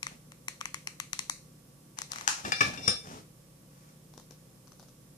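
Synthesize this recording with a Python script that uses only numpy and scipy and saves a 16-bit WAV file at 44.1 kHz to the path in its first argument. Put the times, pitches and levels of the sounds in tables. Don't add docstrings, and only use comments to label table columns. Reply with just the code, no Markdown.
import sys
import numpy as np
from scipy import signal
from scipy.fft import rfft, irfft, next_fast_len
from scipy.io import wavfile
from scipy.ndimage import uniform_filter1d, map_coordinates

SR = 44100
rng = np.random.default_rng(int(sys.argv[2]) if len(sys.argv) > 2 else 0)


def output_pcm(signal):
    pcm = np.clip(np.atleast_2d(signal).T, -1, 1) * 32767
    wavfile.write(sys.argv[1], SR, np.round(pcm).astype(np.int16))


N = 228377
TIME_S = np.arange(N) / SR
AGE_S = np.arange(SR // 2) / SR
LEAD_S, CLICK_S = 0.002, 0.002

# freq_hz, left_minus_right_db
NEAR_BALANCE = [(200, -2), (1100, 2), (3000, 7.5), (4000, 8.5), (5800, 17), (7200, 18), (8600, -3),
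                (14000, -4.5)]
# freq_hz, left_minus_right_db
HISS_BALANCE = [(1000, -8.5), (4400, 3), (8100, -8), (15000, -12.5)]
# freq_hz, coherence
COHERENCE = [(60, 0.93), (180, 0.95), (400, 0.71), (900, 0), (2000, 0.011)]
# freq_hz, t60_s
ROOM_DECAY = [(150, 0.37), (800, 0.3), (2100, 0.3), (5500, 0.32), (9000, 0.33), (14000, 0.2)]
# pitch_hz, rms_db
HUM_PARTIALS = [(59.5, -73.5), (119.5, -67.5), (153, -64), (184.5, -65), (517, -77.5), (1137, -81)]

# freq_hz, density_db
ROOM_SPECTRUM = [(100, -1), (600, 2), (1100, -5.5), (2200, 1), (4000, 6), (6500, -1), (10000, 5),
                 (14000, -3)]
RUMBLE_SPECTRUM = [(25, -44.5), (36, -7.5), (48, -18.5), (90, -21.5), (115, -10.5), (150, -1), (172, -18.5),
                   (225, -9), (340, -14.5), (410, -20.5), (520, -14), (660, -24.5), (1000, -26.5),
                   (1700, -33), (4000, -37)]
HISS_SPECTRUM = [(1800, -4), (4500, -2.5), (5100, -1.5), (5250, 6), (5450, 0), (6400, .5), (7500, 0),
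                 (9500, 2.5), (14500, -3.5)]
SATIN_SPECTRUM = [(250, 1.5), (600, 2), (1100, 4.5), (2000, -12.5), (3300, -7), (4500, -2.5), (6000, 4.5),
                  (8000, -13), (14000, -17)]
SWISH_SPECTRUM = [(150, -17), (420, -14.5), (800, 0.5), (1100, 1.5), (2500, -7.5), (4000, -13.5),
                  (6000, -4), (9000, -15.5), (14000, -23.5)]
TABLE_SPECTRUM = [(20, -20), (45, -12), (110, 1), (200, 3), (330, -3), (520, -5.5), (800, -7.5),
                  (1600, -47)]
BODY_SPECTRUM = [(200, -28), (540, -7.5), (650, -23), (790, 7), (960, -15.5), (1200, 7), (1480, -8),
                 (1700, 8.5), (2000, -15), (2500, -1.5), (3200, -11.5), (5700, -10), (8000, -19),
                 (14000, -33.5)]
SPRING_SPECTRUM = [(300, -17.5), (550, -29.5), (800, 2.5), (1600, 4), (2050, -8.5), (2600, -2),
                   (3300, -12.5), (4500, -7.5), (6300, 2), (8500, -14.5), (11000, -16.5), (14500, -30)]
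SHELL_SPECTRUM = [(300, -21), (650, -19.5), (880, -7.5), (1150, 2.5), (1550, -6), (2050, 2), (2550, -3),
                  (3200, -11.5), (6000, -35)]
TRIGGER_SPECTRUM = [(1500, -21.5), (3300, -17.5), (4300, -3.5), (4900, -10.5), (6000, 1), (6900, -4),
                    (8000, -7), (10500, -14), (14500, -21.5)]

# start_s, level_db
CREASE_POPS = [(4.138, -49), (4.1774, -41), (4.1979, -48), (4.309, -45.5), (4.6732, -53), (4.72, -48.5),
               (4.7965, -46.5), (4.828, -49.5), (4.8847, -53.5)]
# start_s, length_s, level_db
TABLE_BUMPS_AND_RUBS = [(0.108, 0.027, -54), (2.436, 0.074, -40), (2.64, 0.07, -40.5), (2.7, 0.23, -49.5),
                        (3.03, 0.18, -48), (4.305, 0.013, -58)]
# start_s, length_s, level_db
CLOTH_SWEEPS = [(1.968, 0.057, -49.5), (2.091, 0.2, -48), (2.299, 0.14, -47.5), (3.7, 0.26, -67.5)]
# pitch_hz, level_db, t60_s
REST_MODES = [(2313, -4, .14), (2369, -1.5, .14), (2750, -10, .11), (3578, -9, .16), (3614, -11, .12),
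              (4085, -12, .15), (4916, -4.5, .09), (5175, -7, .11), (5577, 2, .08), (5905, -8, .06),
              (7150, -11, .05), (8005, -14, .05), (8784, -5, .07), (10505, -10, .07), (12400, -14, .05)]
# start_s, rise_s, thud_db, clack_db, ring_db, best_ring_hz
LANDINGS = [(2.4478, 0.002, -53.5, -39, -43.5, 2500), (2.5196, 0.00083, -51, -29.5, -30, 3540),
            (2.605, 0.0032, -36, -22, -25, 2390), (2.733, 0.0028, -58, -43, -70, 2333),
            (2.774, 0.0016, -48, -51, -44.5, 2800), (2.876, 0.0032, -33.5, -30, -23, 7400)]
# start_s, length_s, shell_db
TRIGGER_CREAKS = [(0.3195, 0.012, -44.5), (0.607, 0.005, -43), (2.1334, 0.09, -35)]
# start_s, snap_db
FEED_TICKS = [(0.03, -28.5), (0.0678, -31.5), (0.4832, -27.5), (0.6116, -34), (0.6558, -30),
              (0.7437, -29.5), (0.8727, -28.5), (1.0004, -27.5), (1.1318, -24.5), (1.1916, -23),
              (1.2973, -21.5), (1.9874, -29), (2.0177, -28.5), (2.1185, -26.5)]


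def amp(db):
    return 10 ** (np.asarray(db) / 20)


def unit(x):
    return x / np.sqrt(np.mean(x ** 2) + 1e-20)


def with_energy(x, length_s):
    return x * np.sqrt(length_s * SR / (np.sum(x ** 2) + 1e-20))


def curve(points, hz):
    freq_hz, values = np.transpose(points)
    return np.interp(np.log(hz + 1), np.log(freq_hz + 1), values)


def filtered(x, response):
    n = x.shape[-1]
    padded = next_fast_len(n + 8192)
    return irfft(rfft(x, padded) * response(np.fft.rfftfreq(padded, 1 / SR)), padded)[..., :n]


def noise(spectrum, size):
    return unit(filtered(rng.standard_normal(size), lambda hz: amp(curve(spectrum, hz))))


def pan(db):
    gains = amp([db / 2, -db / 2])
    return gains / np.sqrt(np.mean(gains ** 2, axis=0))


def add(track, start_s, x):
    start = max(round(start_s * SR), 0)
    track[:, start:start + x.shape[-1]] += x[:, :N - start]


def diffuse(pair):
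    angle = lambda hz: np.arccos(np.clip(curve(COHERENCE, hz), -1, 1)) / 2
    mid, side = filtered(pair, lambda hz: np.array([np.cos(angle(hz)), np.sin(angle(hz))]))
    return np.array([mid + side, mid - side])


def direct(x, lag_s):
    delay_s = np.array([[0], [lag_s]])
    return filtered(x, lambda hz: pan(curve(NEAR_BALANCE, hz)) * np.exp(-2j * np.pi * hz * delay_s))


def reverb(x, gap_s=0.0031, build_s=0.0065, pan_db=1.0):
    hz, t, bins = signal.stft(rng.standard_normal((2, len(AGE_S))), SR, nperseg=256)
    decay_db = -60 * t / curve(ROOM_DECAY, hz)[:, None]
    bins *= amp(decay_db + curve(ROOM_SPECTRUM, hz)[:, None])
    tail = signal.istft(bins, SR, nperseg=256)[1][:, :len(AGE_S)]
    tail = diffuse(tail) * np.clip((AGE_S - gap_s) / build_s, 0, 1)
    tail *= pan(pan_db)[:, None] / np.linalg.norm(tail[0])
    return signal.fftconvolve(x[None], tail, axes=1)[:, :len(x)]


def in_room(x, wet_db, lag_s):
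    return direct(x, lag_s) + amp(wet_db) * reverb(x)


def click(spectrum, smear_s):
    hz = np.fft.rfftfreq(len(AGE_S), 1 / SR)
    log_gain = np.log(amp(curve(spectrum, hz * rng.uniform(.96, 1.04))))
    cepstrum = irfft(log_gain)[:len(AGE_S) // 2]
    cepstrum[1:] *= 2
    delay_s = smear_s * np.interp(hz, np.linspace(0, SR / 2, 32), rng.random(32))
    return irfft(np.exp(rfft(cepstrum, len(AGE_S)) - 2j * np.pi * np.cumsum(delay_s) * hz[1]))


def slip(blow, grit_db=-3, grit_s=0.0011, skid_db=-12, skid_s=0.0062):
    t = AGE_S[:SR // 60] - LEAD_S
    grit, skid = rng.standard_normal((2, len(t)))
    force = amp(grit_db) * unit(grit * np.exp(-(t / grit_s) ** 2))
    force += amp(skid_db) * unit(skid * np.exp(-np.abs(t) / skid_s))
    force[np.argmin(np.abs(t))] += np.sqrt(len(t))
    return with_energy(signal.fftconvolve(blow, force)[:len(blow)], CLICK_S)


def strokes(rows):
    return sum(amp(db) * np.sqrt(np.abs(np.sin(np.pi * np.clip((TIME_S - start_s) / length_s, 0, 1))))
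               for start_s, length_s, db in rows)


def background(rumble_db=-58.5, hiss_db=-63.2, waver_rad=0.2):
    rumble = unit(diffuse(noise(RUMBLE_SPECTRUM, (2, N))))
    hiss = filtered(noise(HISS_SPECTRUM, (2, N)), lambda hz: pan(curve(HISS_BALANCE, hz)))
    drift = lambda: map_coordinates(rng.standard_normal(32), [TIME_S * 4])
    hum = sum(amp(db) * np.sqrt(2) * np.sin(2 * np.pi * hz * TIME_S + waver_rad * drift())
              for hz, db in HUM_PARTIALS)
    return amp(rumble_db) * rumble + amp(hiss_db) * hiss + hum


def petals(neighbour_lag_s=0.009, neighbour_db=-55.5):
    out = np.zeros((2, N))
    scatter = rng.standard_normal((len(CREASE_POPS), 2))
    neighbours = [(start_s + neighbour_lag_s * np.exp(0.26 * late), neighbour_db + 2 * loud)
                  for (start_s, _), (late, loud) in zip(CREASE_POPS, scatter)]
    for start_s, db in CREASE_POPS + neighbours:
        blow = click(SATIN_SPECTRUM, smear_s=0.00188)
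        pop = slip(blow, grit_db=1.5, grit_s=0.0008, skid_db=2, skid_s=0.003)
        add(out, start_s - LEAD_S, in_room(amp(db) * pop, wet_db=-6, lag_s=0))
    return out


def rest_ring(best_hz, scatter_db=7.0, loss_db_per_octave=8.5):
    hz, db, t60_s = np.transpose(REST_MODES)[:, :, None]
    scatter, phase = rng.standard_normal((2, len(hz), 1))
    loss_db = loss_db_per_octave * np.abs(np.log2(hz / best_hz))
    gain = amp(db + scatter_db * scatter - loss_db - 60 * AGE_S / t60_s)
    return np.sum(gain * np.sin(2 * np.pi * (hz * AGE_S + phase)), axis=0)


def bumps_and_rubs(swish_db=-2.5, grain_db=3, scrape_db=-16.5, scrape_half_s=0.054, glancing_s=0.0027):
    contact_gain = strokes(TABLE_BUMPS_AND_RUBS)
    swish_gain = amp(swish_db) * contact_gain + strokes(CLOTH_SWEEPS)
    scrape_gain = np.zeros(N)
    for start_s, rise_s, _, _, ring_db, _ in LANDINGS:
        arch = strokes([(start_s - scrape_half_s, 2 * scrape_half_s, ring_db + scrape_db)])
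        scrape_gain += rise_s / glancing_s * arch
    grain = unit(amp(grain_db * unit(uniform_filter1d(rng.standard_normal(N), size=90))))
    metal = unit(signal.fftconvolve(rng.standard_normal(N), rest_ring(best_hz=4500, scatter_db=2))[:N])
    table = contact_gain * noise(TABLE_SPECTRUM, N)
    cloth = swish_gain * grain * noise(SWISH_SPECTRUM, N)
    return in_room(table + cloth + scrape_gain * metal, wet_db=-3, lag_s=0.0004)


def knocks(thud_decay_s=0.013, chatter_depth=1.1, chatter_decay_s=0.0053):
    out = np.zeros((2, N))
    for start_s, rise_s, thud_db, clack_db, ring_db, best_hz in LANDINGS:
        onset = 1 - np.exp(-(AGE_S / rise_s) ** 2)
        thud = noise(TABLE_SPECTRUM, len(AGE_S)) * np.exp(-AGE_S / thud_decay_s)
        clack_decay_s = 0.017 * np.sqrt(rise_s / 0.0065)
        clack = noise(BODY_SPECTRUM, len(AGE_S)) * np.exp(-AGE_S / clack_decay_s)
        chatter = 1 + unit(uniform_filter1d(rng.standard_normal(len(AGE_S)), size=70))
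        metal = rest_ring(best_hz) * (1 + chatter_depth * chatter * np.exp(-AGE_S / chatter_decay_s))
        parts = [(thud_db, thud), (clack_db, clack), (ring_db, metal)]
        blow = sum(amp(db) * with_energy(onset * part, length_s=0.03) for db, part in parts)
        add(out, start_s, in_room(blow, wet_db=-5, lag_s=0.000364))
    return out


def spring_release(start_s=2.2768, level_db=-13.0, wet_db=-1):
    out = np.zeros((2, N))
    crack = with_energy(click(SPRING_SPECTRUM, smear_s=0.002), CLICK_S)
    add(out, start_s - LEAD_S, direct(slip(crack, grit_db=-7), lag_s=0.00036))
    add(out, start_s, amp(wet_db) * reverb(crack))
    return amp(level_db) * out


def feed_slips(shell_db=-28, lift_s=1.8, fade_db_per_s=29.5, creak_gap_s=0.0257, creak_snap_db=-2):
    ticks = [(start_s, shell_db - fade_db_per_s * max(start_s - lift_s, 0), snap_db)
             for start_s, snap_db in FEED_TICKS]
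    creaks = [(slip_s, db, db + creak_snap_db) for start_s, length_s, db in TRIGGER_CREAKS
              for slip_s in np.arange(start_s, start_s + length_s, creak_gap_s)]
    return ticks + creaks


def trigger(smear_s=0.0014, wet_db=-11.0):
    out = np.zeros((2, N))
    for start_s, shell_db, snap_db in feed_slips():
        parts = [(shell_db, click(SHELL_SPECTRUM, smear_s)), (snap_db, click(TRIGGER_SPECTRUM, smear_s))]
        tick = sum(amp(db) * slip(blow) for db, blow in parts)
        all_round = sum(amp(db) * with_energy(blow, CLICK_S) for db, blow in parts)
        add(out, start_s - LEAD_S, direct(tick, lag_s=0.0002))
        add(out, start_s, amp(wet_db) * reverb(all_round))
    return out


def scene():
    return trigger() + spring_release() + knocks() + bumps_and_rubs() + petals() + background()


def record(dry):
    low_hz, top_hz = 31, 14650
    return filtered(dry, lambda hz: (1 - np.exp(-(hz / low_hz) ** 6)) / (1 + (hz / top_hz) ** 160))


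dry = scene()
out = record(dry)
output_pcm(out)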